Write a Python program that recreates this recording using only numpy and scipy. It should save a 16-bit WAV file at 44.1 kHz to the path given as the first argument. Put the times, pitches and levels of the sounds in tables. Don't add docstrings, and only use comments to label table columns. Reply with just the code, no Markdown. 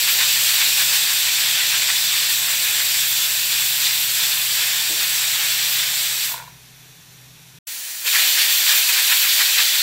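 import sys
import numpy as np
from scipy import signal
from scipy.fft import rfft, irfft, next_fast_len
from scipy.io import wavfile
from scipy.ndimage import uniform_filter1d

SR = 44100
rng = np.random.default_rng(int(sys.argv[2]) if len(sys.argv) > 2 else 0)


def magnitude_from_level(level_db):
    exponent = np.asarray(level_db, float) / 20
    return 10 ** exponent


def log_audio(samples):
    frames = np.atleast_2d(samples).T
    limited = np.clip(frames, -1, 1)
    pcm = np.round(limited * 32767).astype(np.int16)
    wavfile.write(sys.argv[1], SR, pcm)


N = 433062
TIME = np.arange(N) / SR
SIZE = next_fast_len(N)
HZ = np.maximum(np.fft.rfftfreq(SIZE, 1 / SR), 1)


def rms_one(x):
    return x / np.sqrt(np.mean(x ** 2) + 1e-20)


def at_hz(points):
    hz, db = np.array(points).T
    return np.interp(np.log(HZ), np.log(hz), db)


def drift(rate_hz):
    step = 40
    r = np.exp(-2 * np.pi * rate_hz * step / SR)
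    noise = rng.standard_normal(N // step + 2002)
    slow = signal.lfilter([1], [1, -2 * r, r * r], noise)[2000:]
    return np.interp(np.arange(N) / step, np.arange(len(slow)), rms_one(slow))


# frequency in Hz, level in dB rms, wander in dB.
FAN_HUM = [(63.8, -70, 4), (127.7, -54, 1.2), (160, -60.5, 0.5), (245, -71, 1.5)]
# frequency in Hz, density in dB per Hz.
FAN_RUMBLE = [(25, -13), (60, -21), (100, -5), (125, -1), (165, 0), (200, -13.5), (300, -13), (500, -31)]


def fan():
    hum = np.zeros(N)
    for hz, db, wander_db in FAN_HUM:
        level = np.sqrt(2) * magnitude_from_level(db + wander_db * drift(2.2))
        hum += level * np.sin(2 * np.pi * hz * TIME + 0.3 * drift(1.7))
    spectrum = rfft(rng.standard_normal(SIZE)) * magnitude_from_level(at_hz(FAN_RUMBLE)) * (HZ < 600)
    return hum + magnitude_from_level(-56.5) * rms_one(irfft(spectrum, SIZE)[:N])


def strike(hits, modes, rub_s):
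    at_s, peak_db = np.transpose(hits)
    spread_db = rng.normal(0, 2.6, (len(hits), len(modes)))
    out, grit = np.zeros(N), rng.standard_normal(N)
    contact = np.hanning(int(rub_s * SR) + 3)
    contact /= np.sqrt(np.sum(contact ** 2))
    heard = slice(int((at_s.min() - 0.1) * SR), int((at_s.max() + 0.5) * SR))
    for k, (hz, level_db, t60_s) in enumerate(modes):
        clicks = np.zeros(N)
        clicks[(at_s * SR).astype(int)] = magnitude_from_level(peak_db + level_db + spread_db[:, k])
        rub = signal.oaconvolve(clicks[heard], contact, "same") * grit[heard] + 1e-18
        r, w = magnitude_from_level(-60 / (t60_s * SR)), 2 * np.pi * hz / SR
        out[heard] += signal.lfilter([0.5, 0, -0.5], [1, -2 * r * np.cos(w), r * r], rub)
    return out


# centre in seconds, peak in dB.
BUMP_HITS = [
    (4.9, -40),
    (4.925, -38.5),
    (4.95, -48),
    (4.99, -50),
]
# frequency in Hz, level in dB, t60 in seconds.
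CUPBOARD_MODES = [(326, -2, 0.26), (349, -5, .15), (431, 2, 0.17), (522, -4, 0.12), (650, 1, .1)]


def cupboard_bump():
    return strike(BUMP_HITS, CUPBOARD_MODES, rub_s=0.039)


# centre in seconds, peak in dB.
RATTLE_HITS = [(6.296, -39), (6.318, -33), (6.344, -30), (6.362, -34), (6.377, -33), (6.397, -32),
               (6.41, -37), (6.424, -35), (6.439, -40), (6.452, -47), (6.479, -41)]
# frequency in Hz, level in dB, t60 in seconds.
WEIGHT_MODES = [(508, -19, 0.076), (704, -10, 0.054), (930, -4, .06), (980, 0.5, 0.04), (1405, -4, .06)]
# centre in seconds, peak in dB.
TICK_HITS = [
    (6.379, -25.5),
    (6.478, -44),
]
# frequency in Hz, level in dB, t60 in seconds.
STEM_MODES = [(2050, -18, .02), (2700, -16, .1), (3600, 0, .025), (3950, 3, .025), (6200, -12, .015)]


def seating_rattle():
    grind = strike(RATTLE_HITS, WEIGHT_MODES, rub_s=0.019)
    return grind + strike(TICK_HITS, STEM_MODES, rub_s=0.003)


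# centre in seconds, peak in dB.
LIFT_HITS = [
    (8.058, -43),
    (8.085, -45),
    (8.11, -49),
    (8.135, -51),
]
# frequency in Hz, level in dB, t60 in seconds.
POT_MODES = [(380, -15, 0.07), (474, 1.5, .07), (577, 2.5, .05), (950, 0, .04), (1500, 4, 0.089)]


def lift_knock():
    return strike(LIFT_HITS, POT_MODES, rub_s=0.022)


# centre in seconds, peak in dB.
FLARE_HITS = [
    (.62, -36),
    (.67, -31),
    (1.08, -36),
    (1.29, -21),
    (1.45, -32),
    (2.5, -34),
    (2.8, -32),
]
# frequency in Hz, level in dB, t60 in seconds.
VENT_MODES = [(1950, 4, .03), (2380, 10, .04)]


def vent_flares():
    return strike(FLARE_HITS, VENT_MODES, rub_s=0.05)


# frequency in Hz, width in Hz, gain in dB.
LID_ECHOES = [(1705, 290, 2), (2490, 240, 3.5), (3220, 470, -2), (3430, 170, -0.5), (4630, 220, 1.5),
              (4170, 170, 0.5), (5070, 160, -2), (5720, 240, 3), (6870, 340, 0), (7280, 170, 1.5),
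              (7500, 400, 0), (8300, 150, -3.5), (9170, 340, 2), (10100, 300, 0.5), (11960, 490, 3.5),
              (13400, 500, 2.5)]
# frequency in Hz, width in Hz, gain in dB.
TUBE_RINGS = [(1493, 14, 4.5), (1840, 38, 2), (2190, 40, 2), (2700, 31, 1.5), (3053, 40, 5.5),
              (3180, 37, 1.5), (3260, 20, 5.5), (3470, 27, 6.5), (4100, 35, 0.5), (5060, 45, 2),
              (7620, 50, 3)]


def turbulence(colour):
    lid_db = sum(db / (1 + (2 * (HZ - hz) / width_hz) ** 2) for hz, width_hz, db in LID_ECHOES + TUBE_RINGS)
    spectrum = rfft(rng.standard_normal(SIZE)) * magnitude_from_level(at_hz(colour) + lid_db)
    core = (HZ > 2600) & (HZ < 5500)
    return spectrum * SIZE / np.sqrt(2 * np.sum(np.abs(spectrum[core]) ** 2))


# frequency in Hz, density in dB per Hz.
LEAK_SPECTRA = [
    [(260, -17.5), (450, -3), (477, -18), (506, -10.5), (774, -6.5), (1280, -9), (1610, -6.5), (3120, -5),
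     (3670, -1), (4920, -8.5), (5780, -4), (8340, -10), (15000, -10.5)],
    [(18, -70), (30, -24), (208, -24), (334, -23.5), (469, -23), (594, -20), (1030, -16), (1210, -18),
     (1740, -9.5), (4350, -4.5), (4960, -7), (7350, -4.5), (13100, -10), (15700, -3)],
]


def leak(shot, level_db, top_hz):
    hiss = irfft(turbulence(LEAK_SPECTRA[shot]) * (HZ < top_hz), SIZE)[:N]
    return hiss * magnitude_from_level(level_db + 0.21 * drift(14))


def swells(rows):
    rise_share = 0.51
    coarse = TIME[::64]
    s, db, length_s = np.transpose(rows)[:, :, None]
    side_s = length_s * np.where(coarse < s, rise_share, 1 - rise_share)
    phase = np.clip((coarse - s) / side_s, -1, 1)
    return np.interp(TIME, coarse, np.sum(db * np.cos(np.pi / 2 * phase) ** 2, axis=0))


# time in seconds, core level in dB, brightness in dB.
VALVE_PRESSURE = [
    [(0.0, -21, -1), (0.8, -21.5, -0.5), (1.6, -21.5, -4), (3.1, -24.5, 1.5), (5.3, -24, -1),
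     (6.24, -25.5, -1), (6.325, -33.5, 5), (6.5, -63, -9), (6.62, -87, 5)],
    [(8.02, -43, -2), (8.04, -41, 9), (8.07, -24, 2.5), (8.2, -20.5, 0.5), (8.6, -21, 1), (9.0, -21, 1.5),
     (9.82, -20.5, -1)],
]
# peak in seconds, rise in dB, length in seconds.
WEIGHT_TIPS = [
    [(0.09, 7.5, 0.075), (0.215, 9, 0.1), (0.37, 6, .08), (0.5, 4, .12), (0.62, 7.5, 0.053),
     (0.81, 6.5, 0.11), (0.93, 4.5, 0.12), (1.11, 3, 0.13), (1.27, 3, 0.15), (1.43, 3, 0.22),
     (1.61, 5, 0.15), (1.75, 6.5, .12), (1.9, 9.5, 0.048), (2.13, 2, .12), (2.31, 3, 0.12),
     (2.5, 4.5, 0.21), (2.7, 3.5, 0.28), (2.81, 6, 0.072), (4.2, 3, .1), (4.6, 3, .14), (4.75, 2.5, 0.32),
     (5.03, 4, .1), (5.3, 3, 0.67), (5.75, 1.5, 1)],
    [(8.075, 3.5, 0.04), (8.16, 9, 0.12), (8.22, 5, .1), (8.3, 0.5, .12), (8.39, 4.5, 0.15), (8.48, 4, .1),
     (8.72, 4.5, 0.19), (8.905, 7, .06), (8.985, 8.5, .12), (9.12, 10, 0.089), (9.255, 6.5, 0.11),
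     (9.41, 10.5, 0.066), (9.59, 10, 0.081), (9.76, 4, 0.05)],
]
# peak in seconds, rise in dB, length in seconds.
JET_SWINGS = [
    [(0.13, 1, .14), (0.27, 2.5, 0.18), (0.63, 2.2, 0.26), (0.97, 2, 0.12), (1.3, 0, 0.1),
     (1.82, 1.5, 0.087), (2.2, 2, 0.39), (2.95, 3, 0.31), (3.22, 3, 0.23), (3.57, 4, 0.23), (3.86, 5, 0.23),
     (4.24, 4, 0.14), (4.32, 3.5, .1), (4.63, 2, 0.22), (5.0, 1.5, 0.12), (5.47, 1.5, 0.45),
     (5.75, 1.5, 0.44)],
    [(8.075, 4, .05), (8.42, 3.5, 0.11), (8.71, 3.5, 0.1), (9.01, 0.5, .14), (9.3, 2.5, 0.051),
     (9.45, 1.5, .2), (9.63, 1.5, .15)],
]
# peak in seconds, rise in dB, length in seconds.
GAP_PINCHES = [
    [(0.12, 4, .12), (0.36, 1.5, .1), (0.94, 2, .12), (1.225, 2, .1), (1.54, 1, .07), (1.7, 2.5, .1),
     (2.34, 3.5, .16), (2.56, 1, .14), (2.87, 1.5, .16), (3.1, 3.5, 0.093), (3.27, 0.5, 0.17),
     (3.69, 2.5, .14), (4.05, 2.5, .16), (4.41, 1.5, 0.57), (5.1, 3, .2), (5.47, 0.5, .14), (5.72, 4, 0.13),
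     (6.0, 3, .2), (6.41, -10, 0.15), (6.52, 14, .1)],
    [(8.54, 2.5, .18), (8.76, 4.5, .2), (9.21, 3.5, .3), (9.57, 1.5, .1)],
]
PUFF_GAINS = (0.58, 0.0, 0.93, 0.68, 0.0)
CORE_GAINS = (0.97, 0.014, 0.12, 0.71, 0.0)
EDGE_GAINS = (1.0, 0.56, 0.0, 0.084, 0.13)
FINE_GAINS = (0.85, 0.96, 0.0, -0.043, 0.77)


def jet_levels(shot, lifts_db):
    full_db = -21.5
    s, core_db, bright_db = np.transpose(VALVE_PRESSURE[shot])
    controls = [np.interp(TIME, s, core_db - full_db, -200, -200),
                np.interp(TIME, s, bright_db),
                swells(WEIGHT_TIPS[shot]), swells(JET_SWINGS[shot]), swells(GAP_PINCHES[shot])]
    gains = np.array([PUFF_GAINS, CORE_GAINS, EDGE_GAINS, FINE_GAINS])
    return full_db + gains @ controls + np.array(lifts_db)[:, None]


def eddies(x, depth_db):
    cells = signal.stft(x, nperseg=512)[2]
    spots = uniform_filter1d(rng.standard_normal(cells.shape), size=3, axis=0)
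    spots = uniform_filter1d(spots, size=5, axis=1)
    return signal.istft(cells * magnitude_from_level(depth_db * rms_one(spots)), nperseg=512)[1][:N]


# frequency in Hz, density in dB per Hz.
BURST_SPECTRA = [
    [(150, -61), (250, -32), (915, -15.0), (1250, -14.5), (1700, -7.5), (2540, -4.5), (3180, -2.5), (3520, 0.5), (6570, -8.5), (7680, -2.5), (9950, -13), (11800, -7.5), (15600, -7.0)] + [(15900, -7)],
    [(30, -36), (170, -39), (900, -16.5), (1210, -14.5), (1700, -7), (2600, -4), (3620, -.5), (4500, -2), (5300, -7), (6600, -8), (7540, -5), (9800, -13), (12100, -8.5), (15700, -7.5)],
]


def burst(shot, lifts_db, patchy_db, flutter_db, eddy_db):
    levels = jet_levels(shot, lifts_db)
    spectrum, out, flutter = turbulence(BURST_SPECTRA[shot]), np.zeros(N), drift(25)
    blowing = np.flatnonzero(levels[1] > -150)
    on = slice(max(blowing[0] - SR // 8, 0), blowing[-1] + SR // 8)
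    levels = levels[:, on]
    place = np.clip(np.log2(HZ / 500) * 2.5, 0, 13)
    for k in range(14):
        share = np.clip(1 - np.abs(place - k), 0, 1)
        zone = np.interp(500 * 2 ** (k / 2.5), [2000, 2950, 5000, 7000, 9000, 12000], [0, 1, 1, 2, 2, 3])
        level_db = np.clip(1 - np.abs(zone - np.arange(4)), 0, 1) @ levels
        if k < 2:
            smooth_db = uniform_filter1d(np.maximum(level_db, -50), size=SR // 6)
            level_db = np.minimum(level_db + 6, smooth_db)
        patches_db = patchy_db * drift(5.5) + flutter_db * flutter
        out[on] += irfft(spectrum * share, SIZE)[:N][on] * magnitude_from_level(level_db + patches_db[on])
    return eddies(out, eddy_db)


def kitchen(x):
    t60_s, tail_db = 0.39, -9.5
    age_s = np.arange(SR // 2) / SR
    tail = rng.standard_normal(len(age_s)) * magnitude_from_level(-60 * age_s / t60_s) * (age_s > 0.004)
    tail *= magnitude_from_level(tail_db) / np.sqrt(np.sum(tail ** 2))
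    return (x + signal.fftconvolve(x, tail)[:N]) / np.sqrt(1 + magnitude_from_level(2 * tail_db))


def scene():
    silence_start_s, silence_end_s = 7.588, 7.669
    before = burst(0, lifts_db=(-2.5, 0.0, 1.0, -0.5), patchy_db=0.5, flutter_db=0.5, eddy_db=1.04)
    before += leak(0, level_db=-52, top_hz=15050)
    before += cupboard_bump() + seating_rattle() + vent_flares()
    after = burst(1, lifts_db=(-2.5, 0.0, 0.3, -0.5), patchy_db=-0.3, flutter_db=0.64, eddy_db=1.37)
    after += leak(1, level_db=-36, top_hz=SR / 2) + lift_knock()
    fade_out = np.clip((silence_start_s - TIME) / 0.0018, 0, 1)
    fade_in = np.clip((TIME - silence_end_s) / 0.004, 0, 1)
    return np.tile((kitchen(before) + fan()) * fade_out + kitchen(after) * fade_in, (2, 1))


# centre in seconds, low edge in Hz, high edge in Hz, side level in dB.
BRIEF_PATCHES = [(0.2, 8900, 10350, -4), (0.526, 8900, 10350, -2), (.732, 9600, 10900, 8),
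                 (0.896, 5150, 6350, -1), (2.059, 4200, 5170, -2), (2.058, 9600, 11050, -1),
                 (2.5, 6200, 7600, -2), (2.895, 4150, 5750, -3), (3.08, 4130, 5200, -2),
                 (4.173, 6850, 8300, -1), (4.196, 4650, 5750, -4), (4.497, 6250, 7600, -2),
                 (5.727, 4600, 5750, -4), (5.96, 5700, 6900, -4), (5.958, 13750, 15800, -5),
                 (6.24, 6850, 8300, -2), (6.66, 4200, 5800, -5), (7.1, 5650, 6900, -4),
                 (9.768, 12350, 13800, -1)]
QUIET_PATCHES = [
    (7.0, 13500, 15000, -13),
    (7.0, 30, 960, -25),
]


def wide_patches(mid):
    side = np.zeros(N)
    patches = [(0.041, row) for row in BRIEF_PATCHES] + [(1.15, row) for row in QUIET_PATCHES]
    for length_s, (s, low_hz, high_hz, side_db) in patches:
        start, size = int((s - length_s / 2) * SR), int(length_s * SR)
        hz = np.fft.rfftfreq(size, 1 / SR)
        turn = np.exp(2j * np.pi * rng.random(len(hz))) * (hz > low_hz) * (hz < high_hz)
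        patch = irfft(rfft(mid[start:start + size]) * turn, size)
        window = signal.windows.tukey(size, min(1, 0.055 / length_s))
        side[start:start + size] += magnitude_from_level(side_db) * patch * window
    return side


def top_cut(x):
    return signal.sosfilt(signal.butter(12, 17070, fs=SR, output="sos"), x)


def record(dry):
    cut = irfft(rfft(dry, SIZE) * magnitude_from_level(-0.35 * np.maximum(HZ - 15740, 0)), SIZE)[:, :N]
    mix = cut + wide_patches(cut[0]) * [[1], [-1]]
    return top_cut(mix)


dry = scene()
out = record(dry)
log_audio(out)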